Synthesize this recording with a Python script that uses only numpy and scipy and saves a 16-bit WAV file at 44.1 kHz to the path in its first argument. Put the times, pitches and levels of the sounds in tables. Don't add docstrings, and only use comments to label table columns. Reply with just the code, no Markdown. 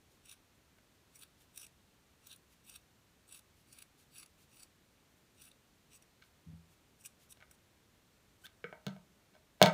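import sys
import numpy as np
from scipy import signal
from scipy.fft import rfft, irfft
from scipy.io import wavfile

SR = 44100
rng = np.random.default_rng(int(sys.argv[2]) if len(sys.argv) > 2 else 0)


def transcribe(signal):
    frames = np.atleast_2d(signal).T
    limited = np.clip(frames, -1, 1)
    pcm = np.round(limited * 32767).astype(np.int16)
    wavfile.write(sys.argv[1], SR, pcm)


def elevation(decibels):
    levels = np.asarray(decibels, float)
    return 10 ** (levels / 20)


N = 429093


def rms_one(x):
    return x / np.sqrt(np.mean(x ** 2) + 1e-20)


def at_hz(points, hz):
    table_hz, values = np.transpose(points)
    return np.interp(np.log(hz), np.log(table_hz), values)


def coloured(points, size):
    hz = np.arange(size // 2 + 1) * SR / size + 1
    spectrum = rfft(rng.standard_normal(size)) * elevation(at_hz(points, hz))
    return rms_one(irfft(spectrum, size))


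def ring(clicks, hz, t60_s):
    r, w = elevation(-60 / (t60_s * SR)), 2 * np.pi * hz / SR
    return signal.lfilter([0, np.sin(w)], [1, -2 * r * np.cos(w), r * r], clicks + 1e-18)


def resonance(x, hz, width_hz, state=None):
    r = np.exp(-np.pi * width_hz / SR)
    top = np.array([1, 0, -1]) * (1 - r * r) / 2
    return signal.lfilter(top, [1, -2 * r * np.cos(2 * np.pi * hz / SR), r * r], x, zi=state)


def flicker(per_s, depth_db):
    knots = rng.standard_normal(4000)
    return elevation(depth_db * np.interp(np.arange(N) * per_s / SR, np.arange(4000), knots))


# start in seconds, end in seconds, shearing force in dB,
# free blade pitch at the end in Hz, low ring that the grip leaves freest in Hz.
STROKES = [(0.226, 0.353, -63.5, 9700, 3640), (1.102, 1.256, -65.5, 9400, 3480),
           (1.522, 1.659, -60, 9600, 2940), (2.203, 2.357, -65, 9400, 3680),
           (2.633, 2.78, -61.5, 8900, 3530), (3.265, 3.391, -60.5, 9600, 3480),
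           (3.647, 3.846, -67.5, 9800, 4680), (4.1, 4.248, -61.5, 10300, 4550),
           (4.477, 4.66, -66.5, 9600, 4470), (5.338, 5.511, -65.5, 9500, 3420),
           (5.897, 5.98, -63.5, 9100, 3600), (6.98, 7.03, -68.5, 9000, 2750),
           (7.03, 7.079, -56, 9150, 2870), (7.286, 7.326, -63.5, 8700, 3730),
           (7.48, 7.565, -75, 9500, 1250), (8.383, 8.46, -74.5, 8650, 3560)]
# peak in seconds,
# force on the high rings in dB, force on the low rings against it in dB.
SLIPS = [(0.2576, -60, -13), (0.2956, -60, -4), (0.315, -51, -7), (0.326, -55, -4), (1.158, -55, -7),
         (1.224, -58, -3), (1.234, -52, -3), (1.5769, -46.5, -5), (1.616, -50.5, -5), (1.648, -58, -3),
         (1.667, -54.5, -5), (2.2706, -52.5, -7.5), (2.3136, -64, 0), (2.3295, -55, -7), (2.362, -57, -15),
         (2.697, -51, -11), (2.7615, -54, -4), (3.3258, -51.5, -12), (3.3926, -56, -1),
         (3.7288, -52.5, -16), (3.7883, -54, -3), (3.8237, -53.5, -5.5), (4.1642, -63, -6),
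         (4.2316, -58.5, 1), (4.262, -60, -3.5), (4.598, -58.5, -4), (4.6325, -53.5, -8),
         (5.4205, -59.5, -5), (5.48, -74, 8), (5.5158, -63.5, 3), (6.025, -60, -9), (7.052, -56, 3),
         (7.06, -44, -10), (7.067, -64, 1), (7.306, -69, -8), (7.325, -54.5, -5), (7.5133, -57.5, -20),
         (8.4672, -62, -8)]


def shearing_force():
    low_db, low_full_s = -2.5, 0.15
    bite_share, let_go_share = 0.62, 0.14
    free_open_hz = 8400
    small_per_s, small_db, small_spread_db = 31, -1.5, 4.5
    slip_s, half = 0.0016, 600

    force = np.zeros((2, N))
    free_hz, freest_hz = np.full(N, 9000.), np.full(N, 3000.)
    for start_s, end_s, level_db, end_hz, ring_hz in STROKES:
        start, end = round(start_s * SR), round(end_s * SR)
        freest_hz[start - 400:] = ring_hz
        u = np.linspace(0, 1, end - start)
        low_share = elevation(low_db) * min(1, (end_s - start_s) / low_full_s)
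        swell = np.clip(u / bite_share, 0, 1) * np.clip((1 - u) / let_go_share, 0, 1)
        force[:, start:end] = elevation(level_db) * np.array([[low_share], [1]]) * swell
        closed = np.minimum(np.arange(N - start) / len(u), 1)
        free_hz[start:] = free_open_hz + (end_hz - free_open_hz) * np.sqrt(closed)

    u = np.arange(-half, half) / SR / slip_s
    give = 1 / np.cosh(u * np.where(u > 0, .8, 1.2))
    small = elevation(small_db + small_spread_db * rng.standard_normal((2, N)))
    small = small * (rng.random(N) < small_per_s / SR)
    small_slips = signal.fftconvolve(force * small, give[None], "same").clip(0)
    force = force * flicker(170, depth_db=1.5) + small_slips
    for s, high_db, low_db in SLIPS:
        i = round(s * SR)
        force[:, i - half:i + half] += elevation([[high_db + low_db], [high_db]]) * give
    return force, free_hz, freest_hz


def fixed_rings(snaps, rings, freest_hz):
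    freest_db = 9
    out = np.zeros(N)
    for k, (hz, width_hz, level_db) in enumerate(rings):
        band = resonance(resonance(snaps, hz, width_hz), hz, 2 * width_hz)
        freedom = np.exp(-(np.log(hz / freest_hz) / .12) ** 2)
        gain = elevation(level_db + freest_db * freedom) * flicker(25, depth_db=4.5)
        out += (-1) ** k * gain * rms_one(band)
    return out


# centre in Hz,
# width of the first of two filters in Hz (the second is twice as wide), relative level in dB.
LOW_RINGS = [(1230, 290, -6.5), (1603, 130, -9.5), (2310, 350, -7.5), (2665, 380, 2.5), (3736, 530, -2),
             (4550, 380, -6)]
BLADES = [(5800, 450, -5), (6700, 400, -11), (8050, 300, -3), (11300, 900, -6), (12500, 900, -14),
          (13600, 900, -10), (14900, 900, -5)]


def shearing(per_s=9000, spread_db=2.2, free_width_hz=450, free_db=3, broad_db=-17):
    force, free_hz, freest_hz = shearing_force()
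    snaps = (rng.random(N) < per_s / SR) * elevation(spread_db * rng.exponential(1, N))
    snaps = snaps * rng.choice([-1, 1], N)
    low = fixed_rings(snaps, LOW_RINGS, freest_hz)
    high = fixed_rings(snaps, BLADES, freest_hz)
    state, free = np.zeros(2), np.zeros(N)
    for i in range(0, N, 256):
        free[i:i + 256], state = resonance(snaps[i:i + 256], free_hz[i], free_width_hz, state)
    broad = np.diff(snaps, prepend=0)
    high = high + elevation(free_db) * rms_one(free) + elevation(broad_db) * rms_one(broad)
    return force[0] * rms_one(low) + force[1] * rms_one(high)


# start in seconds, level at the top of the swell before flicker in dB.
OPENINGS = [(0.077, -73), (.9, -81), (1.36, -69.5), (2.474, -70.5), (3.535, -73), (3.953, -69),
            (4.361, -68.5), (5.15, -78), (6.2, -75.5), (6.66, -75), (7.175, -69)]
# frequency in Hz, relative density in dB per Hz.
SLIDE = [(900, -14), (2500, -2), (6000, -4), (10000, -4), (15000, -5.5)]


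def sliding(opening_s=0.115):
    swell, shape = np.zeros(N), np.hanning(round(opening_s * SR))
    for s, level_db in OPENINGS:
        swell[round(s * SR):][:len(shape)] = elevation(level_db) * shape
    return swell * flicker(60, depth_db=2.5) * coloured(SLIDE, N + 1)[:N]


# time in seconds, then drive in dB of boom, thud, board,
# handle and steel.
KNOCKS = [(8.642, -56, -37.5, -76, -36.5, -59.5), (8.727, -72, -52.5, -44, -46, -84),
          (8.866, -40.5, -42, -42.5, -41, -40), (8.881, -39.5, -71, -49, -50.5, -52),
          (8.964, -63, -79, -54.5, -64, -71), (9.616, -27.5, -56, -11, -20, -24),
          (9.626, -33.5, -53, -47, -28, -14), (9.637, -27.5, -43, -19.5, -26.5, -42),
          (9.66, -32, -44, -25.5, -26, -26.5)]
# time in seconds, then drive in dB of board,
# handle and steel.
TICKS = [(.785, -69, -66, -70), (6.223, -92, -56, -63.5), (7.372, -70, -68, -68), (7.404, -78, -63, -66),
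         (7.425, -61, -52.5, -69), (7.512, -69, -62, -71), (8.4655, -72, -52.5, -51)]
# start in seconds, end in seconds,
# then drive in dB of board, handle and steel.
SCUFFS = [(6.216, 6.241, -100, -76, -76), (7.41, 7.437, -83, -67.5, -77), (9.334, 9.365, -69, -72.5, -75),
          (9.596, 9.622, -61, -66, -71.5), (9.63, 9.686, -42.5, -44, -49)]
# frequency in Hz, relative level in dB, t60 in seconds.
BOOM = [(148.3, -8.5, 0.34), (168.6, 6, 0.23), (191.5, 1, 0.23)]
THUD = [(424, -15, 0.033), (450, -2.5, 0.076), (476, -7, 0.09)]
BOARD = [(624, -17.5, 0.16), (632, -6.5, 0.08), (699, 3, 0.028), (762, -9.5, 0.046), (901, -12.5, 0.096)]
HANDLE = [(1237, -8.5, 0.05), (1347, -6.5, 0.039), (1505, 0, 0.024), (1755, 5.5, 0.0032),
          (1960, -6.5, 0.026), (2234, 8, 0.012), (2680, -14, 0.0068)]
STEEL = [(3380, 3.5, 0.008), (3510, 8, 0.0039), (4140, 2, 0.012), (4370, 1, 0.012), (5110, 0.5, 0.011),
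         (5940, -6, 0.011), (6530, -4.5, 0.011), (7700, -4.5, 0.0036), (9100, -3.5, 0.0039),
         (10300, -9, 0.0038), (14900, 0, 0.0015)]


def knocks(contact_s=0.0015, soft=2.2, grit_per_s=900, low_cut_hz=125):
    light = [(s, -np.inf, -np.inf, *part_db) for s, *part_db in TICKS]
    blows, out = np.array(light + KNOCKS), np.zeros(N)
    at = np.round(blows[:, 0] * SR).astype(int)
    grit = (rng.random(N) < grit_per_s / SR) * rng.standard_normal(N)
    for k, part in enumerate([BOOM, THUD, BOARD, HANDLE, STEEL]):
        loose = k > 2
        grit_gain = np.zeros(N)
        if k > 1:
            for start_s, end_s, *part_db in SCUFFS:
                grit_gain[round(start_s * SR):round(end_s * SR)] = elevation(part_db[k - 2])
        for j, (hz, level_db, t60_s) in enumerate(part):
            clicks = grit * grit_gain * elevation(level_db)
            clicks[at] += elevation(blows[:, 1 + k] + level_db + 2 * rng.standard_normal(len(at)))
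            r = np.exp(-2 * np.pi * soft * hz / SR)
            clicks = signal.lfilter([(1 - r) ** 2], [1, -2 * r, r * r], clicks + 1e-18)
            lag = int(rng.random() * contact_s * SR) * loose
            sign = (-1) ** (j * loose)
            out[lag:] += sign * ring(clicks, hz, t60_s)[:N - lag]
    return signal.sosfilt(signal.butter(4, low_cut_hz, "high", fs=SR, output="sos"), out)


# time in seconds, pitch in Hz, level of the fundamental in dB,
# octave against it in dB.
SQUEAK = [(8.437, 1500, -66, -8), (8.445, 1510, -52, -9), (8.452, 1570, -56, -1), (8.459, 1790, -57, 9),
          (8.462, 1820, -75, 9)]


def squeak(rough=0.7):
    t = np.arange(N) / SR
    s, hz, level_db, octave_db = np.transpose(SQUEAK)
    phase = 2 * np.pi * np.cumsum(np.interp(t, s, hz)) / SR
    tone = np.sin(phase) + elevation(np.interp(t, s, octave_db)) * np.sin(2 * phase)
    tone = tone * (1 + rough * rng.standard_normal(N))
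    return elevation(np.interp(t, s, level_db, -200, -200)) * tone


# frequency in Hz, drive in dB, t60 in seconds.
THUMP = [(80, -54, .4), (100, -57, .3), (165, -50, .42), (215, -58, .2), (265, -57, .1)]


def thump(start_s=6.462, build_s=0.039):
    push = np.zeros(N)
    delays = (np.array([0, .3, .8, 1.6]) * build_s * SR).astype(int)
    push[round(start_s * SR) + delays] = [0.81, 0.51, 0.53, 0.98]
    rings = np.zeros(N)
    for k, (hz, level_db, t60_s) in enumerate(THUMP):
        rings += (-1) ** k * elevation(level_db) * ring(push, hz, t60_s)
    return signal.sosfilt(signal.butter(3, [60, 320], "band", fs=SR, output="sos"), rings)


# frequency in Hz, relative density in dB per Hz.
HUSH = [(15, -34), (25, -8.5), (69, 2.5), (204, -1.5), (762, -11.5), (2420, -14.5), (4260, -16.5),
        (4870, -19.5), (5880, -18.5), (8810, -21.5), (10400, -24.5), (11500, -23.5), (15500, -23.5)]


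def hush(level_db=-69):
    return elevation(level_db) * coloured(HUSH, N + 1)[:N]


# frequency in Hz, t60 in seconds.
ROOM_T60 = [(200, 0.28), (1000, 0.34), (4000, 0.15), (12000, 0.27)]


def room(x, level_db=-6, gap_s=0.0012):
    t = np.arange(SR // 2) / SR
    tail = np.zeros(len(t))
    for hz in 125 * 2. ** np.arange(7):
        top_hz = min(hz * 2 ** .5 * (1 + (hz > 7000)), .45 * SR)
        band = signal.butter(2, [hz / 2 ** .5, top_hz], "band", fs=SR, output="sos")
        noise = signal.sosfilt(band, rng.standard_normal(len(t)))
        tail += noise * elevation(-60 * t / at_hz(ROOM_T60, hz))
    tail = tail * np.clip(t / gap_s - 1, 0, 1)
    return elevation(level_db) * signal.fftconvolve(x, tail / np.sqrt(np.sum(tail ** 2)))[:N]


def scene(on_table_s=8.6, in_hand_db=-5, top_hz=16050):
    blows = knocks()
    steel = shearing() + sliding() + squeak()
    top_cut = signal.cheby2(12, 50, top_hz, fs=SR, output="sos")
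    steel, background = signal.sosfilt(top_cut, [steel, hush()])
    send = np.where(np.arange(N) < on_table_s * SR, elevation(in_hand_db), 1)
    send_band = signal.butter(1, [330, 6000], "band", fs=SR, output="sos")
    sent = signal.sosfilt(send_band, send * (blows + steel))
    return (blows + steel + room(sent) + thump() + background)[None]


def band_limit(x):
    return signal.sosfilt(signal.butter(12, 16810, fs=SR, output="sos"), x)


# centre in Hz, width in Hz, depth as a share from 0 to 1.
MIC_DIP = (14000, 350, 0.97)


def record(dry):
    hz, width_hz, depth = MIC_DIP
    heard = dry - depth * resonance(dry, hz, width_hz)
    heard = signal.sosfilt(signal.cheby2(12, 60, 17000, fs=SR, output="sos"), heard)
    return band_limit(heard)


dry = scene()
out = record(dry)
transcribe(out)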